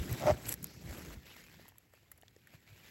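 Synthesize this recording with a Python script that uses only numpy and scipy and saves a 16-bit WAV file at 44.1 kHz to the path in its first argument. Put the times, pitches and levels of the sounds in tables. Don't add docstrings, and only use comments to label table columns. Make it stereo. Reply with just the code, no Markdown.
import sys
import numpy as np
from scipy import signal
from scipy.fft import rfft, irfft, next_fast_len
from scipy.io import wavfile
from scipy.ndimage import uniform_filter1d, map_coordinates

SR = 44100
rng = np.random.default_rng(int(sys.argv[2]) if len(sys.argv) > 2 else 0)


def to_wav(s):
    ch = np.atleast_2d(s).T
    pcm = np.round(np.clip(ch, -1, 1) * 32767)
    wavfile.write(sys.argv[1], SR, pcm.astype(np.int16))


N = 127890

# time in seconds, relative level in dB.
BRUSH_LEVEL = [(0, -54), (.11, -51.5), (.32, -49.5), (.345, -58.5), (.42, -58.5), (.46, -52.5),
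               (.53, -50.5), (.56, -66.5), (.81, -65), (.925, -54), (.97, -57.5), (1.08, -59.5),
               (1.13, -57), (1.22, -78.5)]
GRASS_LEVEL = [(1.17, -71), (1.3, -58.5), (1.39, -58.5), (1.46, -64), (1.61, -64), (1.69, -66),
               (1.73, -78.5), (1.9, -87), (1.96, -69.5), (2.08, -84), (2.33, -80.5), (2.51, -71),
               (2.54, -60.5), (2.58, -73), (2.66, -72), (2.68, -62), (2.715, -67), (2.82, -65.5),
               (2.87, -61)]
SLIDE_LEVEL = [(.58, -72.5), (.67, -59.5), (.81, -65)]
RUB_LEVEL = [(.19, -57), (.23, -35), (.25, -41), (.257, -37), (.2665, -37), (.2695, -24.2), (.312, -24.2),
             (.316, -35), (.335, -54), (.39, -52), (.43, -64)]
RASP_LEVEL = [(.42, -62), (.478, -47), (.489, -38), (.511, -35.5), (.52, -44), (.535, -49), (.548, -46),
              (.552, -74)]
RUMBLE_LEVEL = [(0, -45), (.2, -48.5), (.29, -40.5), (.39, -54.5), (.5, -52.5), (.72, -58.5), (.92, -51.5),
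                (1.17, -54.5), (1.22, -66), (1.6, -65), (1.8, -80.5), (2.4, -74), (2.9, -70)]

# frequency in Hz, relative level in dB.
BRUSH_SPECTRUM = [(100, -22), (300, 7.5), (550, 5), (1000, 2.5), (2000, 1), (3000, -2), (7500, -7),
                  (15500, -8)]
GRASS_SPECTRUM = [(100, -14), (500, -4), (1700, -2), (2700, -2), (3500, -5), (5000, -6.5), (9000, -15.5),
                  (12000, -11)]
RUB_SPECTRUM = [(150, -22), (300, -13.5), (370, -1), (440, -19), (560, 4.5), (760, 1), (950, -7),
                (1400, -9.5), (1700, -23), (2100, -17.5), (3000, -31), (6500, -31), (11000, -55)]
RASP_SPECTRUM = [(300, -17.5), (2000, -13.5), (6500, -20), (8000, -2.5), (12500, -4.5), (16000, -13.5)]
TICK_SPECTRUM = [(300, -22), (1500, -10), (5000, -19), (7600, -6), (9500, -6), (11500, 0), (13500, -4),
                 (16000, -5)]
RUMBLE_SPECTRUM = [(20, -24), (60, -3), (190, -5.5), (400, -14.5), (3000, -93)]
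AIR_SPECTRUM = [(20, -4.5), (100, 15), (170, -0.5), (400, -23.5), (2000, -8.5), (6000, -24.5),
                (15000, -15.5)]

# start in seconds, level in dB, seconds to fall 60 dB.
STEM_TICKS = [(.1126, -37.5, .014), (.127, -31.5, .016), (.4918, -26, .014), (.523, -31, .008),
              (.5248, -25, .008), (.5402, -27.5, .006), (.6278, -40, .025), (.6427, -25, .007),
              (.6695, -46, .006), (1.6815, -47, .008), (1.687, -46, .012), (1.7828, -45, .013),
              (1.936, -57, .009), (1.951, -59, .012), (2.1162, -40, .018), (2.176, -57, .035),
              (2.214, -52, .012), (2.4718, -51, .008)]
# start in seconds, level in dB, pitch in Hz,
# seconds to fall 60 dB.
STALK_CRACKS = [(.2555, -35.5, 700, .016), (.5248, -34, 5800, .008), (.5403, -36, 4700, .007),
                (1.596, -53, 620, .015), (1.656, -54, 1000, .014), (1.682, -53.5, 1000, .012),
                (1.7205, -57, 980, .014), (1.756, -55, 1000, .014), (1.937, -52, 620, .024),
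                (2.117, -58, 1300, .026), (2.183, -58.5, 650, .022), (2.223, -55, 3000, .01),
                (2.2325, -48, 640, .017), (2.2808, -47.5, 3400, .012), (2.364, -57.5, 440, .024),
                (2.3635, -54, 5100, .01), (2.472, -54, 1850, .02), (2.538, -55, 700, .015),
                (2.687, -55, 3000, .016)]
# start in seconds, level in dB, pitch in Hz, length in seconds.
BODY_THUDS = [(-.03, -36.5, 73.8, 0.07), (0.087, -36, 122.7, 0.073), (0.247, -35, 126, 0.027),
              (0.282, -34.5, 87.6, 0.074), (0.436, -51.5, 113.2, 0.1), (0.606, -52.5, 141, 0.074),
              (0.832, -47.5, 119.4, 0.059), (0.875, -45.5, 75.2, 0.067), (0.992, -54.5, 54.9, 0.26),
              (1.15, -50.5, 71, 0.053), (2.54, -56.5, 129, 0.02), (2.668, -60, 97.5, 0.1)]

# frequency in Hz, left minus right in dB.
RUB_LEAN = [(150, 1), (700, -4), (6000, -11), (8500, 1)]
MIC_LEAN = [(100, 0), (600, -1), (1800, -4.5), (3000, -2.5), (5500, -6), (7500, -1), (8500, 0)]
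# frequency in Hz, likeness from -1 (opposed) to 1 (in step).
MIC_LIKENESS = [(30, 0.98), (200, 0.88), (400, 0.79), (1100, -0.53), (2100, 0.3), (3500, 0)]

BRUSH_DB, GRASS_DB, SQUEAK_DB, RASP_DB, RUMBLE_DB, AIR_DB = 7, 4, -7, 2, 2, -69
CREAK_HZ, CREAK_ROUGH, CREAK_WANDER_RAD, FLUTTER_PER_S = 604, .3, .38, 260
CREAK_DB, CREAK_ONSET_DB, SLIP_DB, SCUFF_DB = -3.8, -44, -4.3, -4.5
SLIPS_PER_S, SLIP_SCATTER, RUB_LAG_S = 170, .22, .00036
CRACK_Q, CRACK_FLOOR, HOUSING_HZ = 1.3, .036, 1830
NOTE_DB, SPLINTER_DB, HOUSING_DB = -5.5, -2.5, -11.5
THUD_ROUGH, THUD_WANDER_RAD, THUD_FLUTTER_PER_S = .35, .8, 110
COMB_FROM_HZ, COMB_PERIOD_HZ, COMB_DEPTH = 6600, 4750, 2.5
LOW_CUT_HZ, TOP_HZ = 48, 15850
LEFT_RIGHT = np.array([[1], [-1]])


def leaves():
    brush = friction(BRUSH_SPECTRUM, per_s=1400, spread_db=3, smooth=1, clump_db=1.5)
    near = amp(BRUSH_DB) * level(BRUSH_LEVEL) * patchy(brush, depth_db=2.5)
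    crunch = patchy(friction(GRASS_SPECTRUM, per_s=900, spread_db=3.3, smooth=.9, clump_db=1.1), depth_db=2)
    squeak = amp(SQUEAK_DB) * wandering_band(hz=2250, half_width_hz=220)
    underfoot = amp(GRASS_DB + LEFT_RIGHT) * level(GRASS_LEVEL) * (crunch + squeak)
    slide = stroke(SLIDE_LEVEL) * wandering_band(hz=5700, half_width_hz=1300)
    return near + underfoot + slide


def stalk_rub():
    t = np.arange(N) / SR
    flutter = 1 + CREAK_ROUGH * wobble(FLUTTER_PER_S)
    creak = unit(flutter * np.sin(2 * np.pi * CREAK_HZ * t + CREAK_WANDER_RAD * wobble(FLUTTER_PER_S)))
    slip_count = np.cumsum(SLIPS_PER_S * np.exp(SLIP_SCATTER * wobble(SLIPS_PER_S))) / SR
    slips = coloured(np.diff(np.floor(slip_count), prepend=0), RUB_SPECTRUM)
    pressure = level(RUB_LEVEL)
    grip = pressure / np.hypot(pressure, amp(CREAK_ONSET_DB))
    body = amp(CREAK_DB) * grip * creak + amp(SLIP_DB) * slips
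    delayed = filtered(body, lambda hz: np.exp(-2j * np.pi * hz * RUB_LAG_S))
    scuff = amp(SCUFF_DB) * friction(RUB_SPECTRUM, per_s=770, spread_db=2, smooth=1, clump_db=1)
    rub = stroke(RUB_LEVEL) * (np.array([body, delayed]) + scuff)
    return filtered(rub, lambda hz: lean(RUB_LEAN, hz))


def bristles():
    rasp = friction(RASP_SPECTRUM, per_s=2100, spread_db=.5, smooth=.5, clump_db=5.5)
    return amp(RASP_DB) * stroke(RASP_LEVEL) * patchy(rasp, depth_db=0)


def stems():
    out = np.zeros((2, N))
    for start, db, t60 in STEM_TICKS:
        shape = burst(t60)
        add(out, start, amp(db) * shape * coloured(noise(len(shape)), TICK_SPECTRUM))
    for start, db, pitch, t60 in STALK_CRACKS:
        shape = burst(t60)
        n = len(shape)
        resonance = lambda hz: CRACK_FLOOR + 1 / (1 + (CRACK_Q * (hz / pitch - pitch / (hz + 1))) ** 2)
        splinter = amp(SPLINTER_DB) * unit(filtered(noise(n), resonance))
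        wood = amp(NOTE_DB) * note(pitch, n)
        housing = amp(HOUSING_DB) * note(HOUSING_HZ, n)
        add(out, start, amp(db) * shape * (wood + splinter + housing))
    return out


def thuds():
    out = amp(RUMBLE_DB) * level(RUMBLE_LEVEL) * coloured(noise(N), RUMBLE_SPECTRUM)
    t = np.arange(N) / SR
    for start, db, pitch, length in BODY_THUDS:
        swell = np.sin(np.pi * np.clip((t - start) / length, 0, 1)) ** 2
        flutter = 1 + THUD_ROUGH * wobble(THUD_FLUTTER_PER_S)
        phase = 2 * np.pi * pitch * (t - start) + THUD_WANDER_RAD * wobble(THUD_FLUTTER_PER_S)
        out += amp(db) * swell * flutter * unit(np.sin(phase))
    return out


def air():
    return amp(AIR_DB) * coloured(noise(N), AIR_SPECTRUM)


def friction(spectrum, per_s, spread_db, smooth, clump_db):
    catches = (rng.random(N) < per_s / SR) * amp(spread_db * np.minimum(rng.exponential(size=N), 4))
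    decay = np.exp(-np.arange(64) / 12)
    power = np.convolve(catches ** 2, decay)[:N]
    grain = np.sqrt(power / (power.mean() + 1e-20) + smooth ** 2)
    return coloured(noise(N) * grain * amp(clump_db * wobble(90)), spectrum)


def patchy(x, depth_db):
    frames = signal.stft(x, nperseg=256)[2]
    patches = uniform_filter1d(rng.standard_normal(frames.shape[1:]), size=4, axis=0)
    patches = uniform_filter1d(patches, size=6, axis=1)
    return unit(signal.istft(frames * amp(depth_db * unit(patches)), nperseg=256)[1][:, :N])


def wandering_band(hz, half_width_hz, glide=.14):
    a, b = filtered(rng.standard_normal((2, 2, N)), lambda f: 1 / (1 + (f / half_width_hz) ** 4))
    phase = 2 * np.pi * np.cumsum(hz * np.exp(glide * wobble(16))) / SR
    return unit(a * np.cos(phase) + b * np.sin(phase))


def burst(t60, attack_s=.00028):
    t = np.arange(SR // 10) / SR
    shape = (1 - np.exp(-t / attack_s)) * amp(-60 * t / t60)
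    return shape / shape.max()


def note(hz, n):
    return unit(np.sin(2 * np.pi * hz * np.arange(n) / SR + np.array([[0], [np.pi / 3]])))


def noise(n):
    return rng.standard_normal((2, n))


def wobble(per_s):
    return map_coordinates(rng.standard_normal(4000), [np.arange(N) * per_s / SR], mode="wrap")


def amp(db):
    return 10 ** (np.asarray(db) / 20)


def unit(x):
    return x / np.sqrt(np.mean(x ** 2) + 1e-20)


def along(rows, hz):
    freqs, values = np.transpose(rows)
    return np.interp(np.log(hz + 1), np.log(freqs + 1), values)


def lean(rows, hz):
    return amp(LEFT_RIGHT * along(rows, hz) / 2)


def level(rows):
    times, db = np.transpose(rows)
    return amp(np.interp(np.arange(N) / SR, times, db))


def stroke(rows):
    t = np.arange(N) / SR
    return level(rows) * (t >= rows[0][0]) * (t <= rows[-1][0])


def filtered(x, response):
    n = x.shape[-1]
    padded = next_fast_len(n + 4096)
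    return irfft(rfft(x, padded) * response(np.fft.rfftfreq(padded, 1 / SR)), padded)[..., :n]


def coloured(x, spectrum):
    return unit(filtered(x, lambda hz: amp(along(spectrum, hz))))


def add(out, start_s, sound):
    part = out[:, max(round(start_s * SR), 0):][:, :sound.shape[-1]]
    part += sound[..., :part.shape[-1]]


def likeness(hz):
    comb = np.tanh(-COMB_DEPTH * np.cos(2 * np.pi * hz / COMB_PERIOD_HZ))
    return np.clip(np.where(hz > COMB_FROM_HZ, comb, along(MIC_LIKENESS, hz)), -1, 1)


def scene():
    return leaves() + thuds() + stalk_rub() + bristles() + stems() + air()


def record(dry):
    mid = filtered(dry[0] + dry[1], lambda hz: np.sqrt(1 + likeness(hz))) / 2
    side = filtered(dry[0] - dry[1], lambda hz: np.sqrt(1 - likeness(hz))) / 2
    band = lambda hz: hz ** 2 / np.hypot(hz ** 2, LOW_CUT_HZ ** 2) * (hz < TOP_HZ)
    return filtered(np.array([mid + side, mid - side]), lambda hz: lean(MIC_LEAN, hz) * band(hz))


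dry = scene()
out = record(dry)
to_wav(out)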